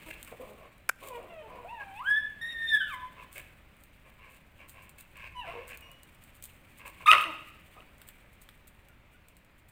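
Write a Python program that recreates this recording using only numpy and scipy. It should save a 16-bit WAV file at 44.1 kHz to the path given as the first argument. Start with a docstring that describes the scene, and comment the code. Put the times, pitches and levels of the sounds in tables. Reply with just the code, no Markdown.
"""A concrete yard between walls: two dogs wrestle and chase a few metres from the microphone.
The pup whines, yelps and grunts as harmonic stacks; panting is noise through resonances.
Claws scrape and tick as filtered noise, paws and fur rub, and jaws snap once as ringing cracks.
The walls throw back voices, claws and, faintly, the snap, over a faint street hum of drifting noise."""
import sys
import numpy as np
from scipy import signal
from scipy.fft import irfft
from scipy.io import wavfile
from scipy.ndimage import uniform_filter1d

SR = 44100
rng = np.random.default_rng(int(sys.argv[2]) if len(sys.argv) > 2 else 0)


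def master(y):
    """Save y as 16-bit WAV."""
    cut = np.clip(np.atleast_2d(y).T, -1, 1)
    pcm = np.round(cut * 32767)  # scale
    wavfile.write(sys.argv[1], SR, pcm.astype(np.int16))


def linear_from_db(decibels):
    """Turn decibels (scalar or array-like) into linear amplitude factors; 0 gives 1."""
    return 10 ** (np.asarray(decibels, float) / 20)


N = 428211  # length [samples]

# Street hum, relative spectrum: (frequency [Hz], density [dB per Hz])
HUM_SPECTRUM = [(12, -29.5), (20, -2), (41, 0), (200, -11), (237, -12), (505, -21), (565, -14),
                (650, -20.5), (1600, -20), (2360, -18), (5340, -41.5), (8130, -41.5), (12000, -44.5),
                (15100, -35.5), (16400, -46.5)]
HUM_DB = -60  # level [dB] to which the course below is added
# Course of the hum's level, dipping briefly after the snap: (time [s], level [dB])
HUM_COURSE = [(0, 7.5), (.9, 1), (0.979, 0), (1.01, 3), (3, 5), (4, 0.5), (7.5, 3.5), (9.71, -0.5)]
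# Extra swell of the hum's lowest part: (time [s], level [dB])
RUMBLE = [(0, -1.5), (5.1, 0.5), (5.2, 5.5), (5.702, 3), (5.898, -0.5), (9.71, -1)]
# Decay of the yard's tail: (frequency [Hz], fall by 60 dB [s])
YARD_DECAY = [(250, 1), (1200, 0.7), (2500, 0.79), (5000, 0.75), (12000, 0.59)]
# Single wall echoes, the last from a far wall: (delay [s], level [dB])
WALL_ECHOES = [(.011, -17.5), (.019, -10), (.034, -20.5), (0.067, -16.5), (.095, -18), (.125, -21),
               (.69, -41.5)]
# Colour of bright sound at the microphone: (frequency [Hz], density [dB per Hz])
MIC_COLOUR = [(590, -39.5), (1000, -7), (1280, -15), (1400, -9.5), (1520, -18), (2310, 14.5), (4210, -2),
              (5570, -13), (8360, 1.5), (10400, -5), (12000, -8.5), (14800, 3), (16000, -13)]
# Paws and fur rubbing: (time [s], level [dB])
RUBBING = [(0, -58.5), (.45, -63), (.7, -71), (.97, -78), (1.03, -55.5), (1.4, -75.5), (2.1, -62),
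           (2.3, -76), (2.75, -58), (3.1, -70.5), (5.7, -75), (6.499, -67.5), (7.3, -64.5), (7.8, -68),
           (9.71, -83.5)]
# Claws dragged on concrete: (time [s], level [dB], length [s])
SCRAPES = [(0.075, -49, 0.031), (0.194, -65, 0.015), (0.267, -56, 0.039), (0.39, -63, 0.05),
           (0.487, -60.5, 0.032), (1.042, -51, 0.048), (2.922, -54, 0.028), (3.313, -48.5, 0.099),
           (3.776, -66, 0.073), (4.285, -61, 0.092), (4.674, -53, 0.06), (4.811, -59.5, 0.054),
           (4.977, -50, 0.044), (5.667, -51.5, 0.054), (5.733, -55, 0.025), (6.215, -63, 0.05),
           (6.341, -55.5, 0.037), (6.42, -50.5, 0.049), (6.683, -66, 0.028), (6.772, -53, 0.027),
           (6.855, -49, 0.047), (7.206, -43, 0.02), (7.626, -66, 0.092), (8.066, -53, 0.026),
           (8.326, -61, 0.019), (8.409, -54, 0.03), (8.67, -52.5, 0.022), (9.125, -62.5, 0.026),
           (9.577, -62, 0.029), (9.682, -55.5, 0.021)]
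# Single claw tips: (time [s], level [dB], mid band relative to treble [dB])
TICKS = [(0.2289, -30, -8), (0.248, -37, -10), (0.2752, -38, 5), (1.0864, -32.5, -23), (3.8372, -42, -12),
         (4.6997, -42, -8), (4.8938, -36.5, -7), (4.9841, -40, -20), (5.1711, -43, -2), (5.6795, -36, -4),
         (5.7738, -35, -6), (5.8087, -39, -7), (5.9155, -40.5, -6), (6.0332, -41, -12), (6.2387, -42, -11),
         (6.4248, -32, -17), (6.4398, -30.5, -15.5), (6.4544, -32.5, -19.5), (7.9818, -48.5, -10),
         (8.0162, -36, 7.5), (8.088, -32.5, 1.5), (8.4896, -40, 9), (8.6787, -40.5, -2), (8.8857, -45, -10),
         (9.2848, -42, -17), (9.3681, -43, -11)]
TICK_BODY_DB, SCRAPE_BODY_DB = -12.5, -9  # mid band of faint ticks and of scrapes, relative to treble
FAINT_COUNT = 14  # faint ticks at chance moments
FAINT_TICK_DB, FAINT_SPREAD_DB = -53, 8  # middle and full range of their levels
# Teeth meeting: (time [s], level [dB], crack relative to ring [dB], brightness of ring [dB per octave])
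TEETH_CONTACTS = [(0.8903, -35, -8, 11), (0.8916, -31.5, 13, -8), (0.8923, -31.5, -28, 42),
                  (0.8953, -13, -8, -21)]
# Ringing modes of the jaw: (frequency [Hz], level [dB], fall by 60 dB [s])
JAW_MODES = [(564, -50, 0.02), (1510, 2, 0.015), (2344, -14.5, 0.017)]
# Puffs of breath: (start [s], length [s], peak [share of length],
# peak level of mouth [dB], of throat [dB], of chest [dB])
PANTS = [(.01, 0.044, 0.36, -54, -78, -74), (.077, 0.025, .3, -45, -72, -49),
         (.1, 0.022, 0.2, -37, -72, -50), (0.131, 0.066, .5, -52.5, -70, -61),
         (0.269, 0.038, .1, -51.5, -56, -70), (.314, .045, 0.11, -71, -54, -46.5),
         (.395, 0.19, 0.079, -73, -56.5, -52.5), (.57, 0.13, 0.65, -62, -58, -55),
         (1.01, 0.14, 0.19, -71, -51, -49.5), (1.16, 0.19, 0.15, -62, -54.5, -49),
         (1.47, 0.19, 0.44, -59.5, -53.5, -51.5), (1.79, 0.061, 0.52, -50.5, -50, -54.5),
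         (2.495, 0.047, 0.51, -55, -68, -69), (3.16, 0.098, .5, -52.5, -50.5, -62),
         (3.345, 0.074, 0.5, -44.5, -60, -55), (4.044, 0.1, 0.18, -61.5, -65, -65),
         (4.184, 0.2, 0.36, -57, -62, -66), (4.58, 0.094, 0.35, -54.5, -60.5, -63.5),
         (4.73, 0.18, 0.32, -56.5, -60, -64), (4.976, 0.086, 0.12, -57, -72, -72),
         (5.144, 0.15, 0.87, -47, -56, -64), (5.44, 0.25, 0.15, -47.5, -49.5, -52.5),
         (5.681, 0.09, 0.43, -45, -59.5, -61), (5.8, 0.15, 0.61, -61, -62.5, -64.5),
         (6.788, 0.073, .3, -53, -58, -66), (6.845, 0.066, 0.1, -47.5, -50, -56),
         (6.995, .055, 0.29, -49, -48.5, -56.5), (7.061, .04, 0.51, -24, -33, -70),
         (7.095, 0.12, .3, -30.5, -33.5, -42.5), (7.755, 0.064, 0.22, -72.5, -59.5, -55.5)]
# Level of a puff relative to its peak: at start [dB], at end [dB]
PANT_SHAPE = (-7, -11.5)
# Breath resonances of the mouth: (frequency [Hz], width [Hz], level [dB])
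MOUTH = [(1650, 270, 0), (2210, 340, 3), (2634, 470, 5.5), (3600, 4500, -14)]
# Breath resonance of the throat: (frequency [Hz], width [Hz])
THROAT = (1058, 160)
# Breath resonance of the chest: (frequency [Hz], width [Hz])
CHEST = (607, 320)
# Low pushes from the chest: (start [s], length [s], level [dB], pitch at start [Hz], at end [Hz],
# second harmonic relative to the fundamental [dB])
GRUNTS = [(.06, 0.066, -53, 325, 303, -4), (.314, 0.022, -51, 226, 222.3, 3),
          (.396, 0.05, -51, 243.5, 270.5, 11), (.44, 0.14, -61.5, 215, 206, 2.5),
          (7.25, .11, -48, 340.5, 274, -1)]
# Whimpers with a straight pitch glide, the first a faint rising whistle; same columns
WHIMPERS = [(.62, .265, -82, 3690, 4120, -30), (1.293, .14, -48, 692, 602.5, -16),
            (1.42, 0.059, -52.5, 461, 427, -2.5), (1.5, 0.17, -55, 497, 484, 5),
            (3.15, 0.16, -65, 1027, 1008, -16), (5.47, 0.037, -42, 657, 703, -13),
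            (8.89, .05, -67, 1450, 1370, -11.5), (9.14, 0.027, -63.5, 1460, 1455, -10.5)]
# Envelope of a grunt: peak [share of length], start and end relative to peak [dB],
# higher harmonics relative to the fundamental [dB]
GRUNT_SHAPE = (0.4, -6, -23, 1)
# Envelope of a whimper, same columns
WHIMPER_SHAPE = (1, -4, -14.5, -8.5)
WHIMPER_ROUGH, GRUNT_ROUGH = .08, .16  # roughness at the loudest moment, 0 clear - 1 hoarse
# Calls with bending pitch: whines, yelps, a growl, whimpers and a thin whistle, one table each:
# (time [s], pitch [Hz], level of the fundamental [dB],
# second harmonic relative to it [dB], higher harmonics relative to it [dB])
BENDING_CALLS = [
    [(1.645, 628, -42, -20, -39), (1.695, 880, -51.5, -25, -4), (1.73, 973, -39.5, -22, -28),
     (1.77, 894, -50.5, -7, -8), (1.81, 824, -50, 12, -25), (1.84, 799, -55, -6, -5),
     (1.93, 768, -48, -16, -17), (1.98, 870, -50, -15, -2), (2.01, 1045, -37, -19, -28),
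     (2.04, 1390, -51, -18, -20), (2.075, 1618, -27, -16, -35), (2.105, 1689, -25, -29, -22),
     (2.14, 1685, -25, -14, -36), (2.185, 1756, -29, -18, -24), (2.215, 1676, -47, -7, -38)],
    [(2.405, 1720, -76, -10, -25), (2.415, 1830, -39, -8.5, -12), (2.51, 1880, -37.5, -8, -21),
     (2.53, 1826, -51, 8.5, -5), (2.55, 1835, -41.5, -15, -27), (2.66, 1813, -32.5, -16, -23),
     (2.695, 1831, -37, 6, -15), (2.725, 1776, -25, -14, -24), (2.75, 1699, -21, -10, -20),
     (2.78, 1657, -36, -19, -35), (2.8, 1652, -33, -16, -33), (2.815, 1530, -29.5, -7, -33),
     (2.85, 1504, -50.5, -3, -26), (2.89, 1410, -48, -9, -9), (2.915, 1193, -43.5, -6, -8),
     (2.945, 1022, -40.5, -5.5, -9), (2.98, 995, -57.5, -19, -12), (3.04, 1012, -40.5, -37, -28),
     (3.09, 1020, -55, 2, -13)],
    [(5.345, 1022, -60, 0, -2), (5.36, 990, -48.5, -24, -8), (5.4, 981, -38.5, -21, -10),
     (5.425, 902, -52, -5, -5), (5.46, 701, -47.5, -10, -24)],
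    [(7.057, 1128, -28.5, -18, -13), (7.07, 1210, -32.5, -12, -4.5), (7.083, 1226, -13, -21, -13),
     (7.098, 1274, -12.5, -6, -18.5), (7.112, 1238, -26, 3.5, 1), (7.13, 1288, -32, -15, -3)],
    [(7.1, 638.4, -52, 13, 25.3), (7.12, 627, -47, 14, 20), (7.15, 624, -44.5, 20, 8),
     (7.18, 504, -74, 9.9, 13.4)],
    [(1.06, 564, -58, -12, -10), (1.12, 498.4, -47, -1.5, -10), (1.16, 473, -48, 5.5, 3.5),
     (1.2, 469, -52, -8, -20)],
    [(5.53, 509.4, -55, -3, -5), (5.58, 453, -48.5, -6, -14), (5.61, 530, -47, -22, -12),
     (5.635, 540, -70, 0, 0)],
    [(5.82, 2870, -53, -24, -17), (5.86, 2843, -60.5, -18, -17), (5.94, 2917, -60.5, -30, -22),
     (6.1, 2920, -80, -15, -15)],
]
# Roughness of each of these calls at its loudest moment: 0 clear - 1 hoarse
BENDING_ROUGH = [.02, .03, .05, .1, .5, .04, .25, .02]
# Colour of throat and mouth on harmonics from the third up: (frequency [Hz], level [dB])
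TRACT = [(700, 0.5), (1050, -4.5), (1500, -15), (2300, -2), (2800, 6), (3250, -7), (3700, -7.5),
         (4150, -21.5), (5400, -17), (7000, -18), (9000, -3.5), (12000, -4)]
ROLL_DB = -13  # per octave of harmonic number, from the third up


def evened(x):
    """Scales to rms 1."""
    return x / np.sqrt(np.mean(x ** 2) + 1e-20)


def read(points, hz):
    """Reads a spectrum on a log-frequency axis."""
    f, value = np.transpose(points)
    return np.interp(np.log(hz + 1), np.log(f + 1), value)


def level_over_time(points, t):
    """Reads a (time, level) table at times t."""
    return np.interp(t, *np.transpose(points))


def add(mix, s, sound):
    """Mixes a sound in at time s."""
    part = mix[round(s * SR):][:len(sound)]
    part += sound[:len(part)]


def unroll(rows, fade):
    """Start time, soft-edged window and the columns of a table at the sample rate."""
    s, *columns = np.transpose(rows)
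    t = np.arange(s[0], s[-1], 1 / SR)
    edge = np.clip(np.minimum(t - s[0], s[-1] - t) / fade, 0, 1)
    return s[0], np.sin(edge * np.pi / 2) ** 2, [np.interp(t, s, c) for c in columns]


def wander(count, hz):
    """Smooth chance of rms 1, moving up to hz times a second."""
    noise = rng.standard_normal(count + 4000)
    return evened(signal.lfilter(*signal.butter(2, hz, fs=SR), noise)[4000:])


def resonate(x, hz, width):
    """A steep resonance: one complex pole applied twice, output at rms 1."""
    pole = np.exp((2j * np.pi * hz - np.pi * width) / SR)
    once = signal.lfilter([1], [1, -pole], x + 0j)
    return evened(signal.lfilter([1], [1, -pole], once).real)


def coloured(x, points):
    """Filters x by a spectrum, keeping the level of white noise."""
    gain = linear_from_db(read(points, np.fft.rfftfreq(512, 1 / SR)))
    impulse = np.roll(irfft(evened(gain)), 256) * np.hanning(512)
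    return signal.oaconvolve(x, impulse, "same")


def treble(x):
    """The part above 4.5 kHz in the microphone's colour."""
    return coloured(signal.lfilter(*signal.butter(3, 4500, "high", fs=SR), x), MIC_COLOUR)


def arch(start, length, peak, start_db, end_db):
    """Start, peak and end of a short call: times, share of the length, dB relative to the peak."""
    share = np.array([0, np.clip(peak, .05, .95), 1])
    return start + length * share, share, np.array([start_db, 0, end_db])


def hum():
    """Far traffic and wind: random short-time spectra with drifting patches."""
    frames, hz = N // 256 + 5, np.fft.rfftfreq(1024, 1 / SR)
    real, imaginary, patches = rng.standard_normal((frames, 513, 3)).T
    patches = evened(uniform_filter1d(uniform_filter1d(patches, 12, 0), 14, 1))
    rumble_db = level_over_time(RUMBLE, np.arange(frames) * 256 / SR)
    low_db = np.outer(1 / (1 + (hz / 170) ** 4), rumble_db)
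    patch_db = 1.5 * patches * (hz / (hz + 800))[:, None]  # the lowest part drifts least
    gain = linear_from_db(read(HUM_SPECTRUM, hz)[:, None] + low_db + patch_db)
    wash = signal.istft((real + 1j * imaginary) * gain, nperseg=1024, noverlap=768)[1][:N]
    return evened(wash) * linear_from_db(HUM_DB + level_over_time(HUM_COURSE, np.arange(N) / SR))


def yard(x, walls_db, tail_db):
    """Direct sound, single echoes from the walls, then a sparse tail dying band by band."""
    taps, echoes = np.zeros(SR), np.zeros(SR)
    at = np.arange(700, SR - 20, 20)
    taps[at + rng.integers(0, 20, len(at))] = rng.choice([-1., 1.], len(at))
    hz, t, z = signal.stft(taps, SR, nperseg=256)
    decay = linear_from_db(-60 * t / read(YARD_DECAY, hz)[:, None])
    tail = signal.istft(z * decay, SR, nperseg=256)[1][:SR]
    for s, db in WALL_ECHOES:
        echoes[round(s * SR)] = linear_from_db(db + walls_db)
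    reflections = echoes + linear_from_db(tail_db) * tail / np.linalg.norm(tail)
    return x + signal.fftconvolve(x, reflections)[:N]


def shuffle():
    """Paws and fur rub in uneven strokes: noise with a wandering level."""
    level_db = level_over_time(RUBBING, np.arange(N) / SR)
    rub = rng.standard_normal(N) * linear_from_db(level_db + 3.6 * wander(N, 25) + 1.5 * wander(N, 200))
    return coloured(rub, MIC_COLOUR)


def claws():
    """Scrapes swell and fade as hiss with sparse grit; ticks strike at once and fizz out."""
    scraped, ticked, knocked = np.zeros(N), np.zeros(N), np.zeros(N)
    t = np.arange(8000) / SR
    chance = rng.random((FAINT_COUNT, 2))
    faint = [(c * N / SR, FAINT_TICK_DB + FAINT_SPREAD_DB * (d - .5), TICK_BODY_DB) for c, d in chance]
    ticks = [*TICKS, *faint]
    for s, db, length in SCRAPES:
        a, b, c = rng.random((3, len(t)))
        grit = (a < 350 / SR) * np.log(b + 1e-9) * np.sign(c - .5) * 8.2  # about 350 grains a second
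        hiss = 2.7 * (c - .5)
        u = t / length
        add(scraped, s, linear_from_db(db) * (grit + hiss) * np.minimum(u / 0.31, 1) * np.exp(-u ** 4))
    for s, db, body_db in ticks:
        fizz = rng.standard_normal(len(t)) * (0.6 * np.exp(-t / 0.00088) + 0.18 * np.exp(-t / 0.011))
        tick = linear_from_db(db) * (2.3 * (t == 0) + fizz)
        add(ticked, s, tick)
        add(knocked, s, linear_from_db(body_db) * tick)
    body = linear_from_db(SCRAPE_BODY_DB) * scraped + knocked
    mid_band = signal.lfilter(*signal.butter(2, [1300, 3600], "band", fs=SR), body)
    return treble(scraped + ticked) + mid_band


def snap():
    """Teeth clack together: each contact cracks and rings the jaw."""
    out, t = np.zeros(N), np.arange(2000) / SR
    for s, db, crack_db, tilt_db in TEETH_CONTACTS:
        ring = 0
        for hz, mode_db, t60 in JAW_MODES:
            fading_db = mode_db + tilt_db * np.log2(hz / 1500) - 60 * t / t60
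            ring = ring + linear_from_db(fading_db) * np.sin(2 * np.pi * hz * t)
        crack = rng.standard_normal(len(t)) * (np.exp(-t / 0.00082) + 0.075 * np.exp(-t / 0.0051))
        add(out, s, linear_from_db(db) * (ring + linear_from_db(crack_db) * (0.46 * crack + 0.95 * treble(crack))))
    return signal.sosfilt(signal.butter(2, [600, 16000], "band", fs=SR, output="sos"), out)


def pant(start, length, peak, *peak_db):
    """Air noise, throbbing with a slack growl, through mouth, throat and chest; it hisses past the teeth."""
    times, _, below_db = arch(start, length, peak, *PANT_SHAPE)
    rows = np.transpose([times, *(db + below_db for db in peak_db)])
    s, edge, (mouth_db, throat_db, chest_db) = unroll(rows, 0.012)
    growl_hz = 100 * (1 + .25 * wander(len(edge), 30))
    growl = np.cos(2 * np.pi * np.cumsum(growl_hz) / SR)
    air = rng.standard_normal(len(edge)) * linear_from_db(0.5 * wander(len(edge), 110) + 4.5 * growl)
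    mouth = 0
    for k, (hz, width, db) in enumerate(MOUTH):
        mouth = mouth + (-1) ** k * linear_from_db(db) * resonate(air, hz, width)
    hiss = linear_from_db(-16.5) * treble(air)
    deep = linear_from_db(throat_db) * resonate(air, *THROAT) + linear_from_db(chest_db) * resonate(air, *CHEST)
    return s, edge * (linear_from_db(mouth_db) * (evened(mouth) + hiss) + deep)


def call(row, shape):
    """Control table of a short call: the level arches, the pitch glides straight."""
    start, length, db, first_hz, last_hz, second_db = row
    *envelope, higher_db = shape
    s, share, below_db = arch(start, length, *envelope)
    hz = first_hz + (last_hz - first_hz) * share
    return np.transpose([s, hz, db + below_db, second_db + 0 * s, higher_db + 0 * s])


def voice(rows, rough):
    """Vocal folds: a harmonic stack whose cycles shake in pitch and size as the call gets hoarse."""
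    s, edge, (hz, level_db, second_db, higher_db) = unroll(rows, 0.0049)
    count = len(hz)
    loudest = level_db + np.maximum(second_db, 0)
    # weakly driven folds lose their step
    rough = np.minimum(rough * (1 + (loudest.max() - loudest) / 9), .7)
    hz = uniform_filter1d(hz, 300) * (1 + .1 * rough * wander(count, 160) + .003 * wander(count, 22))
    turns, out = np.cumsum(hz) / SR, 0
    shake = np.clip(wander(count, 670), -2, .5)
    for k in range(1, 15):
        if k < 3:
            relative_db = second_db * (k - 1)
        else:
            relative_db = higher_db + ROLL_DB * np.log2(k / 3) + read(TRACT, k * hz)
        # hoarseness smears the high harmonics most
        hoarse_db = 2.13 * k * rough * shake * (k > 3)
        # each harmonic flickers by chance on its own, the higher ones more
        flicker_db = (1.4 * min(k, 3) - .5) * wander(count, 35)
        gain = linear_from_db(level_db + relative_db + hoarse_db + flicker_db) * (k * hz < 15900)
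        out = out + gain * np.cos(2 * np.pi * (k * turns + rng.random()))
    return s, np.sqrt(2) * out * edge * linear_from_db(9.7 * rough * wander(count, 120))


def scene():
    """Dogs in the yard over the hum; the snap is nearly dry, hum and rubbing have no echo."""
    dogs = np.zeros(N)
    for row in PANTS:
        add(dogs, *pant(*row))
    for row in GRUNTS:
        add(dogs, *voice(call(row, GRUNT_SHAPE), GRUNT_ROUGH))
    for row in WHIMPERS:
        add(dogs, *voice(call(row, WHIMPER_SHAPE), WHIMPER_ROUGH))
    for rows, rough in zip(BENDING_CALLS, BENDING_ROUGH):
        add(dogs, *voice(rows, rough))
    background = hum() + shuffle()
    struck = yard(claws(), -7.0, -18.0) + yard(snap(), -23.5, -31.0)
    return (background + struck + yard(dogs, 0, -12.0))[None]


def low_pass(x):
    """Removes everything above the highest recorded frequency."""
    return signal.sosfilt(signal.butter(12, 16970, fs=SR, output="sos"), x)


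def record(dry):
    """The microphone's band limit at 16.6 kHz."""
    limited = signal.oaconvolve(dry, signal.firwin(255, 16600, fs=SR)[None], "same")
    return low_pass(limited)


dry = scene()
out = record(dry)
master(out)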